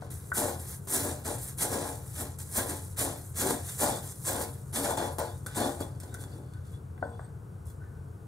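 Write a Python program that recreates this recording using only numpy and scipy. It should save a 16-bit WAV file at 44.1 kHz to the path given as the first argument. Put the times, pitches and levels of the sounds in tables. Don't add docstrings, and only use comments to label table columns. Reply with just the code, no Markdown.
import sys
import numpy as np
from scipy import signal
from scipy.fft import rfft, irfft, next_fast_len
from scipy.io import wavfile

SR = 44100
rng = np.random.default_rng(int(sys.argv[2]) if len(sys.argv) > 2 else 0)


def inscribe(sig):
    pcm = np.round(np.clip(np.atleast_2d(sig).T, -1, 1) * 32767)
    wavfile.write(sys.argv[1], SR, pcm.astype(np.int16))


N = 364707
SIZE = next_fast_len(N + SR // 4, real=True)
TIME = np.arange(N) / SR
FREQS = np.arange(SIZE // 2 + 1) * SR / SIZE

TOP_HZ = 15650
SWEEP_ATTACK_S, SWEEP_SETTLE_DB_PER_S = 0.007, 288
LEFT_RIGHT = np.array([[1], [-1]])

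# (frequency [Hz], relative level [dB], decay time to -60 dB [s])
WOOD_MODES = [(465, -11, 0.067), (561, -7.5, 0.085), (677, 2, 0.015), (884, 7, 0.0045), (1114, 5.5, 0.0041),
              (1420, -2, 0.018), (1520, -7, 0.04), (1703, -17, 0.049), (1900, -10.5, 0.015),
              (3514, 19, 0.046), (3790, 3.5, 0.041), (4490, 16, 0.025), (6160, 5, 0.015),
              (624, -20.5, 0.24)]
# (frequency [Hz], relative level [dB])
THRUM_SPECTRUM = [(100, -2.5), (195, 0.5), (245, 9.5), (400, 5.5), (600, -12), (1200, -55), (3000, -65)]


def undb(db):
    return np.exp(np.maximum(db, -300) * np.log(10) / 20)


def unit(x):
    return x / np.sqrt(np.mean(x ** 2))


def across(points):
    hz, value = np.transpose(points)
    return np.interp(np.log(FREQS + 1), np.log(hz), value)


def shape(x, response):
    return irfft(rfft(x, SIZE) * response, SIZE)[..., :N]


def colour(x, points):
    return shape(x, unit(undb(across(points))))


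def through(x, response):
    return signal.oaconvolve(x, response)[:N]


def decay(t, t60):
    return np.exp(-np.log(1000) * t / t60)


def ringing(modes):
    t = TIME[:SR // 3]
    ring = 0
    for k, (hz, db, t60) in enumerate(modes):
        ring = ring + (-1) ** k * undb(db) * np.sin(2 * np.pi * hz * t) * decay(t, t60)
    return ring / np.sqrt(np.sum(ring ** 2))


def walk(rate):
    points = rng.standard_normal(N // 16)
    return np.interp(TIME * rate, np.arange(len(points)), points)


def fractures(per_second, spread_db, clump_db, clump_rate):
    chance = np.clip(per_second / SR, 0, 1)
    size = undb(spread_db * np.minimum(rng.exponential(size=N), 4))
    clicks = (rng.random(N) < chance) * size * rng.choice([-1, 1], N)
    even = clicks / np.sqrt(chance)
    return unit(even * undb(clump_db * walk(clump_rate)))


def since(moment):
    return np.maximum(TIME - moment, 0)


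def together(*gains):
    return np.sqrt(sum(gain ** 2 for gain in gains))


def shifting_ring(x, modes, patchy_db, bend, rate):
    out, energy = 0, 0
    for hz, db, t60 in modes:
        fall = np.log(1000) / (t60 * SR)
        swing = np.exp(2j * np.pi * np.cumsum(hz * (1 + bend * walk(rate))) / SR)
        envelope = signal.lfilter([1], [1, -np.exp(-fall)], x * np.conj(swing))
        ring = np.imag(swing * envelope)
        out = out + ring * undb(db + patchy_db * walk(rate))
        energy = energy + undb(db) ** 2 / (2 * 2 * fall)
    return out / np.sqrt(energy)


def table_tones(x, t60):
    # (frequency [Hz], relative level [dB])
    standing_tones = [(230, -5), (280, 1), (350, 0), (469, 0), (539, -3), (594, -1), (697, -3), (736, 0),
                      (795, -3), (856, -2), (998, -7), (1050, -7)]
    return through(x, ringing([(hz, db, t60) for hz, db in standing_tones]))


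def background():
    # (frequency [Hz], relative level [dB])
    drone_spectrum = [(20, -33), (30, -1), (45, -16.5), (62, -12), (88, 1.5), (108, -4.5), (130, -1),
                      (160, -11), (200, -16.5), (300, -34.5), (600, -54.5)]
    # (frequency [Hz], relative level [dB])
    hush_spectrum = [(25, -51), (86, 7), (136, -6), (253, -28.5), (281, -21), (399, -22.5), (445, -20),
                     (567, -32), (970, -34), (1530, -36.5), (1800, -47.5), (3930, -66), (5800, -58),
                     (9550, -48), (15500, -79)]
    drone = undb(-42.5) * colour(rng.standard_normal(N), drone_spectrum)
    hum_hz = 93 + 2.69 * walk(7)
    hum = undb(-56.5 + 6.0 * walk(17.0)) * np.sin(2 * np.pi * np.cumsum(hum_hz) / SR)
    spread = undb(across([(80, -21), (200, -8.0), (500, -3.5), (3000, 2.5), (8000, -21)]))
    mid, side = colour(rng.standard_normal((2, N)), hush_spectrum)
    above_drone = FREQS ** 2 / (FREQS ** 2 + 130 ** 2)
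    hush = shape(mid, above_drone) + shape(side, spread * above_drone) * LEFT_RIGHT
    return drone + hum + undb(-39) * hush


def sweeping():
    # (start [s], length [s],
    # relative level reached [dB], swell on the way [dB], grit relative to rustle [dB])
    sweep_events = [(.005, 0.061, -68.5, -1.5, 7), (0.1, 0.21, -56, -7.5, -10),
                    (0.587, 0.15, -42.5, 6.5, -12), (0.804, 0.081, -61, 7, -18),
                    (1.374, 0.12, -40, 7, -12.5), (1.997, 0.12, -50.5, 8, -12),
                    (2.383, 0.031, -43, 0, -11.5), (2.449, 0.076, -39, 23.5, -16),
                    (2.803, 0.13, -52, 0, -30), (3.17, 0.18, -56, -9.5, -22), (3.591, 0.1, -35.5, 24, -11),
                    (3.713, 0.07, -42, 4, -14.5), (4.019, 0.095, -43.5, 1.5, -16),
                    (4.15, 0.099, -45, 9, -22.5), (4.521, 0.19, -58, 0, -26.5), (5.32, 0.13, -60, -2, -24),
                    (5.475, 0.096, -50.5, 7.5, -1), (6.143, 0.069, -47.5, 23, -11),
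                    (6.28, 0.39, -74, 4, -1), (6.644, 0.094, -61.5, 7, -7), (6.998, 0.25, -78.5, 2, 5.5),
                    (7.649, 0.054, -56.5, 5, -20)]
    loose, gritty = np.zeros((2, N))
    for start, length, db, swell_db, grit_db in sweep_events:
        to_go = 1 - np.minimum(since(start) / length, 1)
        onset = np.minimum(since(start) / SWEEP_ATTACK_S, 1)
        settling_db = SWEEP_SETTLE_DB_PER_S * since(start + length)
        rustle = onset * undb(db - swell_db * to_go - settling_db)
        loose = loose + rustle
        gritty = gritty + rustle * undb(grit_db)
    return loose, gritty


def knocks():
    # (time [s], relative level [dB], # favoured
    # pitch [Hz], reach to -6 dB [octaves], share of the decay time that the grip leaves [1], # relative share
    # passed to the table [dB])
    bowl_contacts = [(0.021, -44, 560, 1.3, 1.7, -4.5), (0.317, -29, 1380, 0.6, 0.9, -33),
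                     (5.184, -39, 800, 0.82, 1.7, -17), (5.213, -35, 605, 0.74, 1.1, -31),
                     (5.463, -44, 1400, 0.31, 0.71, -18), (6.145, -46.5, 1450, 0.48, 0.45, -30),
                     (6.978, -37, 1500, 1.2, 0.52, -21), (7.025, -29.5, 910, 0.65, 0.79, -10),
                     (7.193, -41, 1030, 0.6, 0.18, -25)]
    out, jolts = np.zeros((2, N))
    for start, db, centre_hz, reach, free, table_db in bowl_contacts:
        answering = []
        for hz, mode_db, t60 in WOOD_MODES:
            off_centre = np.log2(hz / centre_hz) / reach
            answering.append((hz, mode_db - 6 * off_centre ** 2, t60 * free))
        ring = ringing(answering)
        first = int(start * SR)
        out[first:first + len(ring)] += undb(db + 10.5) * ring[:N - first] / np.abs(ring).max()
        jolts[first] += undb(db + table_db)
    contact_hz = 1850
    out = signal.sosfilt(signal.butter(6, contact_hz, fs=SR, output="sos"), out)
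    return out + undb(29.5) * table_tones(jolts, t60=0.53) + undb(25) * colour(jolts, THRUM_SPECTRUM)


def crumbling():
    # (time [s], relative level [dB], time constant [s],
    # push on the bowl relative to that on the flakes [dB])
    collapses = [(0.104, -62.5, 0.0088, -30), (1.583, -54, 0.006, -9), (0.872, -48.5, 0.045, -1),
                 (1.252, -50, 0.0067, -4.5), (1.873, -46.5, 0.062, -6), (2.971, -62, 0.0062, -20),
                 (3.506, -32.5, 0.0058, 2), (4.411, -38, 0.017, -6.5), (4.728, -49, 0.0069, -1),
                 (4.972, -48, 0.01, -7), (5.184, -35, 0.0096, -0.5), (5.466, -37, 0.0058, -6),
                 (5.546, -51.5, 0.21, -5), (5.804, -41.5, 0.018, 0), (6.001, -46, 0.016, -32),
                 (6.033, -46, 0.0081, -1), (6.142, -39.5, 0.0047, -30), (6.536, -58, 0.007, -8)]
    on_flakes, on_bowl = np.zeros(N), np.zeros(N)
    for start, db, length, push_db in collapses:
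        burst = undb(db) * (TIME >= start) * np.exp(-np.abs(TIME - start) / length)
        on_flakes = on_flakes + burst
        on_bowl = on_bowl + burst * undb(push_db)
    return on_flakes, on_bowl


def pushing():
    # (start [s], bite [s], relative crunch [dB], grind [s], relative rub [dB],
    # relative crackle of the crumbs [dB], easing of the arm [dB/s], table load relative to rub [dB])
    pestle_pushes = [(0.329, 0.055, -28, 0.098, -29.5, -35, 31, -1),
                     (0.865, 0.085, -29.5, 0.041, -34.5, -31, 66, 5.5),
                     (1.03, 0.012, -50, 0.04, -33, -43.5, 40, 1.5),
                     (1.236, 0.015, -39, 0.065, -35, -38, 37, 3),
                     (1.568, 0.056, -27.5, 0.068, -33.5, -37, 41, 4.5),
                     (1.691, 0.034, -50, 0.14, -32, -40.5, 23, -7),
                     (2.111, 0.1, -36, 0.0064, -40.5, -42.5, 52, 7.5),
                     (2.524, 0.057, -28.5, 0.0065, -27, -35, 52, -3),
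                     (2.653, 0.036, -47, 0.013, -40, -38, 50, 10),
                     (2.96, 0.045, -26.5, 0.071, -31, -35.5, 56, -1.5),
                     (3.336, 0.081, -27.5, 0.021, -33, -35, 14, 5.5),
                     (3.41, 0.054, -51, 0.028, -32, -36, 59, 4.5),
                     (3.776, 0.043, -26.5, 0.089, -27.5, -32.5, 37.5, -0.5),
                     (4.236, 0.046, -26.5, 0.12, -29.5, -35.5, 37, -1),
                     (4.722, 0.043, -27, 0.0055, -29.5, -37, 42, 3.5),
                     (4.8, 0.05, -33, 0.049, -28, -41, 24, -21),
                     (4.964, 0.0044, -55, 0.063, -27.5, -41.5, 31, -5.5),
                     (5.181, 0.011, -42, 0.03, -29.5, -44.5, 72.5, -24),
                     (5.545, 0.023, -34, 0.077, -28, -41.5, 3, 0),
                     (5.789, 0.0028, -53, 0.0097, -44.5, -61, 71.5, 12),
                     (6.045, 0.0096, -72, 0.29, -56.5, -61.5, 1, 14.5),
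                     (6.347, 0.0032, -75, 0.014, -60.5, -85, 73, 24)]
    bite_power, rub_power, rub_lag_s = 1.23, 2.57, 0.0057
    crunch_fall, rub_release, crumb_release = 313.5, 171, 112
    crunch, crumbs, rub, load = np.zeros((4, N))
    for start, bite, crunch_db, grind, rub_db, crumbs_db, easing, weight_db in pestle_pushes:
        on_wood = start + bite + rub_lag_s
        sinking = np.minimum(since(start) / bite, 1) ** bite_power
        rise = np.minimum(since(start) / (bite + rub_lag_s), 1) ** rub_power
        pressing = rise * undb(-easing * np.minimum(since(on_wood), grind))
        released = since(on_wood + grind)
        friction = pressing * undb(rub_db - rub_release * released)
        crunch = crunch + sinking * undb(crunch_db - crunch_fall * since(start + bite))
        crumbs = crumbs + pressing * undb(crumbs_db - crumb_release * released)
        rub = rub + friction
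        load = load + friction * undb(weight_db)
    return crunch, crumbs, rub, load


def chips():
    per_second, middle_hz, spread_octaves, spread_db = 700, 8700, .42, 2.5
    decay_cycles = 9
    out, t = np.zeros(N), TIME[:SR // 100]
    for _ in range(int(per_second * N / SR)):
        place = rng.random()
        pitch, size = rng.standard_normal(2)
        hz = middle_hz * 2 ** (spread_octaves * pitch)
        if hz >= TOP_HZ:
            continue
        first = int(place * (N - len(t)))
        ping = np.sin(2 * np.pi * hz * t) * np.exp(-hz * t / decay_cycles)
        out[first:first + len(t)] += undb(spread_db * size) * hz / middle_hz * ping
    return unit(out)


def spurts(x):
    band_centres = [5000, 8000, 11000, 14500]
    spectrum = rfft(x, SIZE)
    out = 0
    for pick in np.eye(len(band_centres)):
        band = irfft(spectrum * np.interp(FREQS, band_centres, pick), SIZE)[:N]
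        out = out + band * undb(2 * walk(30))
    return out


def flakes(crunch, crumbs, rub, collapse, judder):
    # (frequency [Hz], relative level [dB])
    crackle_spectrum = [(1000, -11.5), (2800, -21), (5000, -16), (7000, -5.5), (8600, 0.5), (10500, -2.5),
                        (13000, -9), (15800, -13.5)]
    splinter_spectrum = [(4000, -36.5), (7500, -8), (10500, -2), (12500, -6.5), (14000, -11),
                         (15800, -11.5)]
    grit_spectrum = [(600, 1), (1500, 7.5), (2200, 2.5), (2900, 1.5), (3600, 2.5), (5200, -1), (7000, 1.5),
                     (10000, -1), (15000, -33)]
    fresh = undb(7 - 1.84 * TIME)
    loose, loose_grit = sweeping()
    fine = undb(-2.0) * together(crunch, crumbs, loose) * judder + collapse
    whole = together(crunch, undb(-7) * crumbs, loose) * judder + undb(-22) * collapse
    ground = together(undb(-9.5) * crunch, undb(-8) * crumbs, undb(-16) * rub)
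    coarse = together(ground, loose_grit) * judder + undb(-7.5) * collapse
    density = 600 + 6000 * np.sqrt(fine / fine.max())

    fine_clicks = fractures(density, spread_db=0.0, clump_db=2.5, clump_rate=600)
    crackle = undb(-1.3) * fine * fine_clicks
    bright_clicks = fractures(density, spread_db=3, clump_db=3.2, clump_rate=70)
    splinters = undb(-7) * whole * fresh * bright_clicks
    grit, on_wall = (coarse * fractures(.6 * density, spread_db=0.5, clump_db=1.0, clump_rate=140)
                     for _ in range(2))
    upper_modes = [mode for mode in WOOD_MODES if mode[0] > 1200]
    wall_ring = shifting_ring(on_wall / fresh ** 2, upper_modes, patchy_db=4.5, bend=.022, rate=22)
    breaking = colour(crackle, crackle_spectrum) + colour(splinters, splinter_spectrum)
    breaking = breaking + undb(-9.5) * fine * chips()
    return spurts(breaking) + colour(grit, grit_spectrum) + undb(-14) * wall_ring


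def rubbing(rub, load, collapse, judder):
    # (frequency [Hz], relative level [dB])
    scrape_spectrum = [(90, -7), (190, -2.5), (270, -7), (430, 0.5), (580, 4.5), (760, 6), (1050, 1),
                       (1250, -6.5), (1650, -6), (2150, -37.5), (3000, -41), (6000, -57)]
    on_wall, on_bottom = (fractures(1400, spread_db=1.8, clump_db=1.5, clump_rate=110)
                          for _ in range(2))
    grip, weight = (undb(-6) * force * judder + collapse for force in (rub, load))
    slips = grip * on_wall
    table_slips = together(grip, undb(-9) * weight) * on_bottom
    table = undb(-3) * table_tones(table_slips, t60=.24)
    thrum = undb(4.0) * shape(weight * on_wall, undb(across(THRUM_SPECTRUM)))
    body_modes = [mode for mode in WOOD_MODES if mode[0] < 2000]
    body = undb(-17.5) * through(slips, ringing(body_modes))
    return undb(-1.5) * colour(slips, scrape_spectrum) + body + table + thrum


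def cracks():
    # (time [s], relative level [dB])
    crumb_cracks = [(5.463, -19), (6.004, -52), (6.143, -28), (6.239, -23), (6.537, -36)]
    # (frequency [Hz], relative level [dB])
    click_spectrum = [(400, 7), (1500, 9), (2600, -13), (4500, -1), (8000, 5), (15000, -8)]
    clicks = np.zeros(N)
    for start, db in crumb_cracks:
        clicks[int(start * SR)] += undb(db)
    upper_modes = [mode for mode in WOOD_MODES if mode[0] > 1200]
    return colour(clicks, click_spectrum) + undb(-6) * through(clicks, ringing(upper_modes))


def gliding(rows):
    strength = 0
    for start, length, db, change_db in rows:
        onset = np.minimum(since(start) / SWEEP_ATTACK_S, 1)
        change = change_db * np.minimum(since(start) / length, 1)
        settling_db = SWEEP_SETTLE_DB_PER_S * since(start + length)
        strength = strength + onset * undb(db + change - settling_db)
    return strength


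def sliding():
    # (start [s], length [s], relative level [dB], change on the way [dB])
    wall_slides = [(5.468, 0.071, -57, -1), (6.008, 0.04, -59, -6), (6.115, 0.1, -56.5, -6),
                   (6.535, 0.022, -56, -6), (7.2, 0.13, -62, -15), (7.8, 0.23, -61, -18)]
    # (start [s], length [s], relative level [dB], change on the way [dB])
    bowl_rasps = [(7.03, 0.068, -72, 8), (7.19, 0.074, -64, -3)]
    rasp_hz, rasp_width_hz = 8320, 430
    catches = fractures(1100, spread_db=2.2, clump_db=2.5, clump_rate=70)
    wall_modes = [mode for mode in WOOD_MODES if 1450 < mode[0] < 1800]
    wall = shifting_ring(gliding(wall_slides) * catches, wall_modes, patchy_db=1.5, bend=.012, rate=14)
    resonance = 1 / (1 + (2 * (FREQS - rasp_hz) / rasp_width_hz) ** 2)
    rasp = shape(gliding(bowl_rasps) * catches, unit(resonance))
    return wall + rasp


def room(x, wet_db, t60_low, t60_high, width, count=4):
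    # (frequency [Hz], level [dB])
    diffuse_levels = [(280, -15), (450, -3.5), (2100, -8.5), (2850, -10), (3900, 2)]
    circle_hz = 1.15
    t = TIME[:SR // 3]
    low_pass = signal.butter(2, 2500, fs=SR, output="sos")
    high_pass = signal.butter(2, 2500, "high", fs=SR, output="sos")
    mid, side = x, 0
    for k in range(count):
        noise = rng.standard_normal((2, len(t)))
        low = signal.sosfilt(low_pass, noise) * decay(t, t60_low)
        high = signal.sosfilt(high_pass, noise) * decay(t, t60_high)
        tail = (low - high) * np.clip(t / 0.0016, 0, 1) ** 2
        turn = (circle_hz * TIME * count - k + count / 2) % count - count / 2
        facing = np.cos(np.pi / 2 * np.clip(turn, -1, 1))
        alike, unlike = (undb(wet_db) * through(x * facing, r / np.sqrt(np.sum(r ** 2))) for r in tail)
        mid = mid + alike
        side = side + unlike
    return mid + width * shape(side, undb(across(diffuse_levels))) * LEFT_RIGHT


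def scene():
    # (frequency [Hz], phase [rad])
    port_phase = [(350, 0), (850, 1.0), (1450, 1.37), (2000, -1.27), (2550, -2.5), (3000, -3.5),
                  (3900, -5.4), (4600, -6.5), (7300, -5.5), (8300, -5.5)]
    # (frequency [Hz], level [dB])
    port_balance = [(60, 1.5), (200, 3), (400, 4), (700, 5.5), (1300, 2.5), (2400, 0), (4400, -0.5),
                    (12000, -2.5)]
    crunch, crumbs, rub, load = pushing()
    on_flakes, on_bowl = crumbling()
    judder = undb(0.8 * walk(55))
    breaking = flakes(crunch, crumbs, rub, on_flakes, judder)
    friction = rubbing(rub, load, on_bowl, judder)
    contacts = knocks() + sliding() + cracks()
    mortar = (room(breaking, wet_db=-7.5, t60_low=0.11, t60_high=0.15, width=.9, count=3)
              + room(friction, wet_db=-10, t60_low=0.33, t60_high=0.11, width=1.3, count=3)
              + room(contacts, wet_db=-9.5, t60_low=0.29, t60_high=0.053, width=.55, count=2))
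    lead = np.array([np.exp(1j * across(port_phase)), np.ones(len(FREQS))])
    balance = undb(LEFT_RIGHT * across(port_balance) / 2)
    return shape(undb(-0.04) * shape(mortar, lead) + background(), balance)


def record(dry):
    mid, side = (dry[0] + dry[1]) / 2, (dry[0] - dry[1]) / 2
    side = shape(side, undb(across([(7800, -0.5), (8800, -49.0), (14000, -71.0)])))
    low_cut = undb(across([(20, -29), (32, -22), (48, 0)]))
    top_cut = 1 / np.sqrt(1 + (FREQS / TOP_HZ) ** 400)
    return shape(np.array([mid + side, mid - side]), low_cut * top_cut)


dry = scene()
out = record(dry)
inscribe(out)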